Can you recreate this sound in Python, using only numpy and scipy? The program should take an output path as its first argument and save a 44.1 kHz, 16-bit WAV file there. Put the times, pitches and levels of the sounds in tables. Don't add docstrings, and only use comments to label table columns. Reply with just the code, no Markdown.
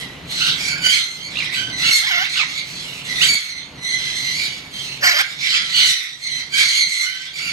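import sys
import numpy as np
from scipy import signal
from scipy.fft import rfft, irfft, next_fast_len
from scipy.io import wavfile
from scipy.ndimage import uniform_filter1d, map_coordinates

SR = 44100
rng = np.random.default_rng(int(sys.argv[2]) if len(sys.argv) > 2 else 0)


def wav_out(sig):
    wavfile.write(sys.argv[1], SR, np.round(np.clip(np.atleast_2d(sig).T, -1, 1) * 32767).astype(np.int16))


def level_to_linear(level):
    exponent = np.asarray(level, float) / 20
    return 10 ** exponent


N = 331632
T = np.arange(N) / SR


def unit(x):
    return x / np.sqrt(np.mean(x ** 2) + 1e-20)


def along(points, hz):
    f, v = np.transpose(points)
    return np.interp(np.log(hz + 1), np.log(f + 1), v)


def curves(rows):
    s, *cols = np.transpose(rows)
    return [np.interp(T, s, c) for c in cols]


def wobble(rate):
    return map_coordinates(rng.standard_normal(int(N * rate / SR) + 4), [T * rate])


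def filtered(x, response):
    m = next_fast_len(N + SR // 2)
    return irfft(rfft(x, m) * response(np.fft.rfftfreq(m, 1 / SR)), m)[..., :N]


def coloured(x, spectrum):
    return unit(filtered(x, lambda hz: level_to_linear(along(spectrum, hz))))


def gate(rows, edge=0.00807):
    start, end = rows[0][0], rows[-1][0]
    return np.interp(T, [start - edge, start, end, end + edge], [0, 1, 1, 0])


def calls(rows, onset, swell_db, fall, under_db, tail):
    start, peak, db, *cols = (c[:, None] for c in np.transpose(rows))
    t = np.arange(0, N + 32, 32) / SR
    swell = -swell_db * np.clip((peak - t) / (peak - start), 0, 1)
    before = swell - onset * np.maximum(start - t, 0)
    late = np.maximum(t - peak, 0)
    after = np.maximum(-fall * late, -under_db - tail * late)
    power = level_to_linear(2 * (db + before + after)) + 1e-12
    share = power ** 2 / np.sum(power ** 2, axis=0)
    level_db = 10 * np.log10(power.sum(axis=0))
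    out = [level_db] + [np.sum(share * c, axis=0) for c in [t - peak] + cols]
    return [np.interp(T, t, c) for c in out]


def syrinx(pitch_hz, jitter, rate, flutter_db):
    phase = 2 * np.pi * np.cumsum(pitch_hz * (1 + jitter * wobble(rate))) / SR
    return phase, unit(level_to_linear(flutter_db * wobble(rate=120)))


# t/s, depth level/dB, hold t/s
DUCKS = [(0.89, 9.5, 0.25), (1.296, 2, 0.34), (2.74, 3.5, 0.31), (4.449, 4.5, 0.39), (1.925, 13, 0.2),
         (2.155, 10, 0.25), (2.402, 7.5, 0.22), (3.351, 16.5, 0.066), (3.796, 4.5, 0.64),
         (4.852, 3.5, 0.17), (5.042, 17.5, 0.13), (5.403, 9.5, 0.51), (5.899, 22.5, 0.13), (6.381, 8, 0.27),
         (6.657, 15, .15), (6.873, 26.5, 0.094), (7.101, 17, .15), (7.302, 0, 0.34)]


def ducking():
    drop_db_per_s, recover_db_per_s = 603, 40.5
    dips = []
    for s, db, hold in DUCKS:
        going_down = drop_db_per_s * (T - s)
        coming_back = db - recover_db_per_s * (T - s - hold)
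        dips.append(np.clip(np.minimum(going_down, coming_back), 0, db))
    return np.max(dips, axis=0)


# f/Hz, level/dB per Hz
RUMBLE = [(15, -49), (25, -22), (65, -6), (97, -7), (121, -6), (135, 1), (178, -0.5), (210, -7.5),
          (281, -4.5), (330, -14), (430, -19), (730, -120)]
# f/Hz, level/dB per Hz
WASH = [(200, -50), (320, 3), (900, 0.5), (1600, -3.5), (3000, 0.5), (8000, -26.5)]
# f/Hz, likeness [0 to 1]
ALIKE = [(25, 0.77), (80, 0.88), (130, 0.96), (300, 0.93)]


def fan():
    fan_db, hum_hz, hum_drift, hum_db = -39.5, 136, 0.062, -5
    wash_ducks = 0.87
    duck_db = ducking()

    def spread(hz):
        turn = np.arccos(np.clip(along(ALIKE, hz), 0, 1)) / 2
        return np.array([np.cos(turn), np.sin(turn)])

    mid, side = filtered(rng.standard_normal((2, N)), spread)
    rumble = coloured(np.array([mid + side, mid - side]), RUMBLE)
    rumble = unit(rumble * level_to_linear(0.64 * wobble(8.5)))
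    hum_phase = 2 * np.pi * np.cumsum(hum_hz * (1 + hum_drift * wobble(3.1))) / SR
    rumble = rumble + level_to_linear(hum_db + 1.1 * wobble(3.04)) * np.sin(hum_phase)
    mid, side = rng.standard_normal((2, N)) * [[1], [.55]]
    wash = coloured(np.array([mid + side, mid - side]), WASH)
    return level_to_linear(fan_db - duck_db) * rumble + level_to_linear(fan_db - wash_ducks * duck_db) * wash


# start t/s, peak t/s, octave level/dB, octave f/Hz, fundamental level/dB
SCREAMS = [(.61, 0.708, -21.5, 4627, -1.5), (0.845, 0.907, -17, 4612, -8), (0.912, 0.945, -14, 4280, -7.5),
           (1.731, 1.82, -24, 4073, -3), (1.86, 1.949, -14, 4283, -3), (2.357, 2.396, -20, 4255, -7),
           (3.262, 3.309, -13, 4552, -6), (3.836, 3.949, -22, 3998, -3), (5.034, 5.171, -23.5, 4530, 0),
           (5.8, 5.9, -14.5, 4004, -9.5), (6.24, 6.356, -23, 4123, -5), (6.545, 6.61, -19, 4490, 1.5),
           (6.631, 6.705, -16, 4357, -5.5), (6.75, 6.816, -12.5, 4307, -5.5), (6.88, 7.019, -21, 4214, -1),
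           (7.37, 7.451, -23.5, 4620, -0.5)]
SCREAM_ROUGH = [.038, .022, .02, .03, .027, .03, .02, .027, .03, .036, .034, .045, .036, .034, .028]
# start t/s, peak t/s, octave level/dB, octave f/Hz, fundamental level/dB
CHATTER = [(-.05, 0.012, -37, 3980, 8), (.31, 0.472, -28, 4180, -20), (1.229, 1.261, -30, 4405, -4),
           (1.42, 1.46, -32, 3970, 4.5), (2.078, 2.306, -33.5, 4266, -4), (2.481, 2.582, -28.5, 4397, -2),
           (2.68, 2.8, -34.5, 4320, -21), (3.09, 3.188, -24.5, 4010, 0), (3.421, 3.56, -31, 4064, -7.5),
           (3.981, 4.312, -24, 4050, -3.5), (4.302, 4.457, -25, 4583, 0), (4.747, 4.887, -29, 4176, -14.5),
           (5.42, 5.562, -28, 4730, -5), (5.64, 5.723, -32.5, 4100, 0)]


def high_screech():
    chatter_rough, calm_db = .036, -27
    sag_hz_per_s_db = 115
    linger_db_per_s = 7
    rows = np.array(SCREAMS + CHATTER)
    spare = len(SCREAMS) - len(SCREAM_ROUGH)
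    scatter = SCREAM_ROUGH + [SCREAM_ROUGH[-1]] * spare + [chatter_rough] * len(CHATTER)
    rows = np.column_stack([rows, rows[:, 2], scatter])
    db, late, octave_hz, base_db, effort_db, rough = calls(
        rows, onset=400, swell_db=5, fall=150, under_db=9, tail=62)
    effort = np.maximum(effort_db - calm_db, 0)
    octave_hz = octave_hz - sag_hz_per_s_db * effort * np.clip(late, -.15, .1)
    base_db = base_db + linger_db_per_s * np.clip(late, 0, .3)
    phase, swing = syrinx(octave_hz / 2, jitter=rough, rate=280, flutter_db=3.5)
    upper = np.sin(2 * phase)
    for k, g in enumerate([-7, -19, -22], 3):
        upper = upper + level_to_linear(g) * np.sin(k * phase)
    hush_db = -9 * sum(map(gate, NEAR + YELPS[:1]))
    return level_to_linear(db + hush_db - 1.83) * swing * (upper + level_to_linear(base_db) * np.sin(phase))


def patchy(x, depth_db):
    z = signal.stft(x, nperseg=512)[2]
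    field = uniform_filter1d(rng.standard_normal(z.shape), size=7, axis=0)
    field = uniform_filter1d(field, size=14, axis=1)
    return unit(signal.istft(z * level_to_linear(depth_db * unit(field)), nperseg=512)[1][:N])


# start t/s, peak t/s, level/dB, beak-open
# brightness level/dB
RASPS = [(-.05, .01, -37.5, -0.5), (.31, .49, -27, -3.5), (.58, .68, -29.5, -3.5), (.85, .96, -24.5, -1.5),
         (1.3, 1.45, -34, -9), (1.535, 1.555, -29, -5), (1.8, 1.88, -23, -6.5), (1.9, 1.97, -27.5, 9),
         (2.06, 2.26, -35.5, -18), (2.3, 2.38, -27.5, -7.5), (2.5, 2.58, -33.5, -8),
         (2.66, 2.85, -38, -3.5), (3.06, 3.2, -32, -3), (3.22, 3.255, -21.5, 0), (3.27, 3.34, -33.5, 23),
         (3.45, 3.6, -42, -12), (3.83, 4.1, -35, -3), (4.15, 4.45, -33, -2.5), (4.74, 4.86, -39, -0.5),
         (5.042, 5.06, -34.5, -8), (5.14, 5.19, -31, -9), (5.41, 5.55, -24, -12), (5.63, 5.72, -30.5, -9),
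         (5.76, 5.8, -19, -9.5), (5.82, 5.9, -25.5, 3), (6.22, 6.4, -37.5, -5), (6.565, 6.61, -20.5, -3.5),
         (6.62, 6.78, -28, -2), (6.9, 7.03, -30.5, 0), (7.37, 7.5, -33, -5.5),
         (2.872, 2.985, -43, 3),
    (4.5, 4.583, -41, -5),
    (4.899, 4.967, -46.5, 1.5),
    (5.253, 5.318, -37, -7),
    (5.979, 6.082, -39, -10.5),
    (7.078, 7.259, -38, -7),
]
# f/Hz, level/dB per Hz
HARSH = [(530, -95), (900, -26), (1350, -7.5), (1640, -9.5), (2100, 3), (2620, -3.5), (3080, -4.5),
         (3290, 1.5), (4050, 4), (8500, -19.5), (11000, -62), (18700, -120)]
# f/Hz, level/dB per Hz
SHEEN = [(4410, -28), (7500, -0.5), (8710, -9), (9870, -11), (11500, -8.5), (13700, -18.5), (14250, -12),
         (14480, -39)]


def rasp():
    db, _, bright_db = calls(RASPS, onset=386, swell_db=3.4, fall=176, under_db=5.7, tail=70.5)
    struck = rng.random(N) < .3
    snaps = struck * rng.standard_normal(N) * level_to_linear(1.46 * wobble(90))
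    body = patchy(coloured(snaps, HARSH), depth_db=3.5)
    sheen = patchy(coloured(snaps, SHEEN), depth_db=3.5)
    return level_to_linear(db) * body + level_to_linear(db + bright_db - 5.5) * sheen


# start t/s, peak t/s, octave level/dB, octave f/Hz, fundamental level/dB
LOW = [(.4, .47, -21.5, 2995, -8), (.61, .77, -42, 3105, 9.5), (.838, .853, -15.5, 3015, -10),
       (.875, .895, -19, 3200, -29), (1.15, 1.22, -40, 3109, -26), (1.56, 1.592, -22, 3084, -6.5),
       (1.83, 1.85, -19.5, 2773, -12), (2.765, 2.8, -33, 3307, -25), (2.86, 2.96, -36.5, 2721, -17.5),
       (3.91, 4.16, -31, 3377, -14), (4.2, 4.5, -35, 3026, -31), (4.735, 4.79, -32, 3162, -34),
       (4.82, 4.93, -34, 2775, -30), (5.45, 5.56, -20.5, 3231, -17), (5.745, 5.815, -16, 3020, -21),
       (6.28, 6.36, -36, 3114, -29), (6.54, 6.6, -24, 3263, -7), (6.66, 6.77, -25.5, 3193, -27),
       (7.05, 7.1, -29, 3053, -4), (7.14, 7.22, -36, 3080, -8), (7.39, 7.5, -32.5, 2889, -6)]
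LOW_ROUGH = [.06, .05, .022, .06, .035, .03, .05, .035, .07, .07, .07, .035, .075, .07, .026, .04, .045,
             .05, .018, .022, .05]
# t/s, octave level/dB, octave f/Hz, fundamental level/dB
YELPS = [
    [(2.362, -35, 2758, 2), (2.378, -20.5, 3150, -5.5), (2.393, -22.5, 2660, -8), (2.42, -21, 2397, -12),
     (2.437, -29, 2150, -8)],
    [(3.2, -34, 2578, -19), (3.212, -19, 2650, -18), (3.226, -12, 3010, -16), (3.24, -14, 3200, -17),
     (3.262, -20, 3150, -19), (3.283, -37, 2900, -25), (3.3, -41, 3000, -16), (3.4, -50, 3210, -20)],
]
YELP_ROUGH = [.045, .028]


def low_screech():
    sag_hz_per_s = -300
    undertone_db = -22.5
    rows = np.column_stack([LOW, LOW_ROUGH])
    db, late, octave_hz, base_db, rough = calls(
        rows, onset=600, swell_db=6, fall=140, under_db=22, tail=110)
    octave_hz = octave_hz - sag_hz_per_s * np.clip(late, -.3, .3)
    on = sum(map(gate, YELPS))
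    yelp_rough = sum(r * gate(y) for r, y in zip(YELP_ROUGH, YELPS))
    yelp = curves(YELPS[0] + YELPS[1]) + [yelp_rough]
    screech = (db, octave_hz, base_db, rough)
    db, octave_hz, base_db, rough = (a + on * (b - a) for a, b in zip(screech, yelp))
    phase, swing = syrinx(octave_hz / 2, jitter=rough, rate=280, flutter_db=3.5)
    open_db = 8.5 * gate([(1.7,), (1.7,)])
    upper = np.sin(2 * phase)
    for k, g in enumerate([-8, -12, -19], 3):
        upper = upper + level_to_linear(g + open_db) * np.sin(k * phase)
    base = level_to_linear(base_db + 2.0) * np.sin(phase)
    undertone = level_to_linear(undertone_db) * gate(YELPS[0]) * np.sin(2 * phase / 3)
    return level_to_linear(db + 2.0) * swing * (upper + base + undertone)


# f/Hz, delay t/s, level/dB
BEAK = [(1200, .001, -21), (3950, .0035, -3), (6630, .004, -20)]


def puffs(rows):
    rise_s, scatter = .0018, .06
    out, t = np.zeros(N), np.arange(1024) / SR
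    for s, db, beak_hz in rows:
        puff = 0
        for hz, delay, g in BEAK + [(beak_hz, 0, 0)]:
            u = np.maximum(t - delay, 0) / rise_s
            swell = (u * np.exp(1 - u)) ** 2
            drift = 1 + scatter * map_coordinates(rng.standard_normal(16), [t * 400])
            cycles = np.cumsum(hz * drift) / SR + rng.random()
            puff = puff + level_to_linear(g + rng.normal(0, 1.5)) * swell * np.sin(2 * np.pi * cycles)
        out[round(s * SR):][:len(t)] += level_to_linear(db + 1.0) * puff
    return out


# t/s, peak level/dB, beak
# resonance f/Hz
RATTLE = [(1.3556, -19, 2430), (1.3702, -14, 2670), (1.386, -14, 2576), (1.4032, -16, 2400),
          (1.4228, -15.5, 2320), (1.4414, -18, 2240), (1.459, -21, 2180), (1.477, -24, 2025),
          (1.496, -21, 2012), (1.524, -19, 2200), (1.532, -20, 2320), (1.544, -16, 2600),
          (2.064, -22, 2040), (2.077, -16, 2120), (2.24, -16, 2090), (2.254, -17.5, 2490),
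          (2.339, -23, 2520), (2.357, -18.5, 2600), (2.373, -12, 2840), (2.381, -24, 3180),
          (2.39, -14, 2670), (2.398, -18, 2570), (2.411, -11, 2450), (2.421, -20, 2240)]


def rattle():
    return level_to_linear(-2.0) * puffs(RATTLE)


# t/s, level/dB, pitch f/Hz
NEAR = [
    [(2.025, -47, 644.4), (2.05, -41.5, 863), (2.08, -35.5, 1016), (2.1, -34.5, 946), (2.108, -36, 736.4),
     (2.17, -38, 691), (2.232, -36.5, 804), (2.245, -39.5, 959), (2.27, -39, 993)],
    [(5.015, -47, 591), (5.036, -35.5, 619.3), (5.041, -30.5, 780), (5.065, -30, 697.6), (5.13, -36.5, 709),
     (5.142, -39.5, 571.4), (5.18, -34.5, 631), (5.214, -31.5, 819), (5.228, -49.5, 790)],
]
NEAR_ROUGH = [
    [.05, .09, .1, .1, .035, .035, .04, .14, .14],
    [.08, .1, .06, .045, .045, .03, .035, .04, .06],
]
# air level/dB, level/dB of the lines halfway between overtones
NEAR_MIX = [(5, -10.5), (10, -4)]
# f/Hz, level/dB
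THROATS = [
    [(500, -11), (750, 2.5), (1000, 3), (1450, 15.5), (2100, 20), (2450, 5), (2900, 16), (3300, 14),
     (3700, 10), (4700, 9), (6000, 6), (7600, -13)],
    [(500, 2), (750, 1), (1150, 3), (1550, 18), (2100, 15), (2700, 5), (3200, 15.5), (3650, -33),
     (4100, -1), (4600, 15), (6000, 4), (7600, -2)],
]
# f/Hz, level/dB
NASAL = [(8800, 2), (10200, -22), (11300, 3.5), (13000, 3), (14300, -14)]
# t/s, peak level/dB, beak resonance f/Hz
GROWL = [(5.0395, -17, 2120), (5.066, -10, 2016), (5.072, -10, 2010), (5.081, -14, 2090),
         (5.092, -11, 2050), (5.108, -13, 2077), (5.116, -13, 2090), (5.17, -13.5, 2050),
         (5.184, -15, 1970), (5.193, -11, 2100), (5.207, -14.5, 2150)]


def squawks():
    break_db = 3.5
    out, breath = np.zeros(N), rng.standard_normal(N)
    for rows, throat, rough, (air_db, half_db) in zip(NEAR, THROATS, NEAR_ROUGH, NEAR_MIX):
        db, pitch_hz, rough = curves(np.column_stack([rows, rough]))
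        phase, swing = syrinx(pitch_hz, jitter=rough, rate=230, flutter_db=1.6)
        tone = 0
        for k in range(2, 24):
            line_db = along(throat, k * pitch_hz / 2) + half_db * (k % 2)
            line_db = line_db + break_db * wobble(rate=70) - 1.5
            tone = tone + level_to_linear(line_db) * np.sin(k * phase / 2 + k * k)
        air = coloured(breath * (1 + np.cos(phase)), [(380, -50)] + throat + NASAL)
        out += gate(rows) * level_to_linear(db) * swing * (tone + level_to_linear(air_db) * air)
    return out + puffs(GROWL)


# f/Hz, t60 t/s
ROOM = [(500, 0.91), (2500, 0.19), (6000, 0.19), (12000, 0.071)]
# f/Hz, level/dB
WET = [(1000, 1.5), (3000, 12.5), (5000, 9), (6000, 12), (8000, -17), (9000, 11.5), (13000, -0.5)]


def room(x):
    out, perches, perch_s = 0, 4, .35
    for k in range(perches):
        hz, t, z = signal.stft(rng.standard_normal((2, SR // 2)), SR, nperseg=256)
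        decay_db = along(WET, hz)[:, None] - 60 * t / along(ROOM, hz)[:, None]
        tail = signal.istft(z * level_to_linear(decay_db), SR, nperseg=256)[1]
        away = np.abs((T / perch_s - k) % perches - perches / 2)
        turn = np.cos(np.pi / 2 * np.minimum(away, 1))
        sent = np.pad(x * turn, (300, 0))[None]
        out = out + signal.fftconvolve(sent, tail * 0.022, axes=1)[:, :N]
    return out


# f/Hz, lead [rad]
LEAD = [(690, -.2), (950, 0), (1380, -2.7), (3190, -2.8), (3960, -4.5), (5000, -6.6), (5770, -6.28)]
# f/Hz, level/dB
SPREAD = [(1000, 5), (5000, -14), (6200, -26), (8000, -37), (9000, -21), (13000, -21)]
# f/Hz, level/dB
TILT = [(60, 1), (110, -6), (200, 4), (370, 10), (680, -1.5), (1240, -1), (2270, -10.5), (4150, -3.5),
        (7600, 2.5), (13900, 6.5)]


def scene():
    near_pan_db, low_pan_db = 1.5, -1
    high, harsh, low = high_screech(), rasp(), low_screech()
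    clatter, near = rattle(), squawks()
    side = np.array([[.5], [-.5]])

    def at_ports(x, way):
        return filtered(x, lambda hz: np.exp(way * 1j * side * along(LEAD, hz)))

    direct = at_ports(high + harsh, 0.96)
    direct = direct + at_ports(near * level_to_linear(side * near_pan_db), 0.84)
    direct = direct + at_ports(clatter, 0.15)
    direct = direct + at_ports(low * level_to_linear(side * low_pan_db), 0.73)
    direct = direct + 2 * side * filtered(rasp(), lambda hz: level_to_linear(along(SPREAD, hz)))
    send = level_to_linear(-8) * low + level_to_linear(-4) * high + harsh + level_to_linear(-13) * (near + 2 * clatter)
    heard = filtered(direct + room(send), lambda hz: level_to_linear(side * along(TILT, hz)))
    return heard + fan()


# f/Hz, level/dB
MASK = [(1500, -26), (2600, -17), (5000, -11.5), (7000, -3.5), (10000, -2.5), (12500, -1.5), (14000, .5)]


def masked(x):
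    hz, _, z = signal.stft(x, SR, nperseg=2048)
    power = uniform_filter1d(np.mean(np.abs(z) ** 2, axis=0), size=2, axis=1)
    band = uniform_filter1d(power, size=5, axis=0)
    around = uniform_filter1d(power, size=60, axis=0)
    keep = band > around * level_to_linear(2 * along(MASK, hz))[:, None]
    return signal.istft(z * keep, SR, nperseg=2048)[1][:, :N]


def roll_off(x):
    return signal.sosfilt(signal.butter(12, 14530, fs=SR, output="sos"), x)


def record(dry):
    ceiling = .8
    soft = dry / (1 + np.abs(dry / ceiling) ** 4) ** (1 / 4)
    mix = masked(soft)
    return roll_off(mix)


dry = scene()
out = record(dry)
wav_out(out)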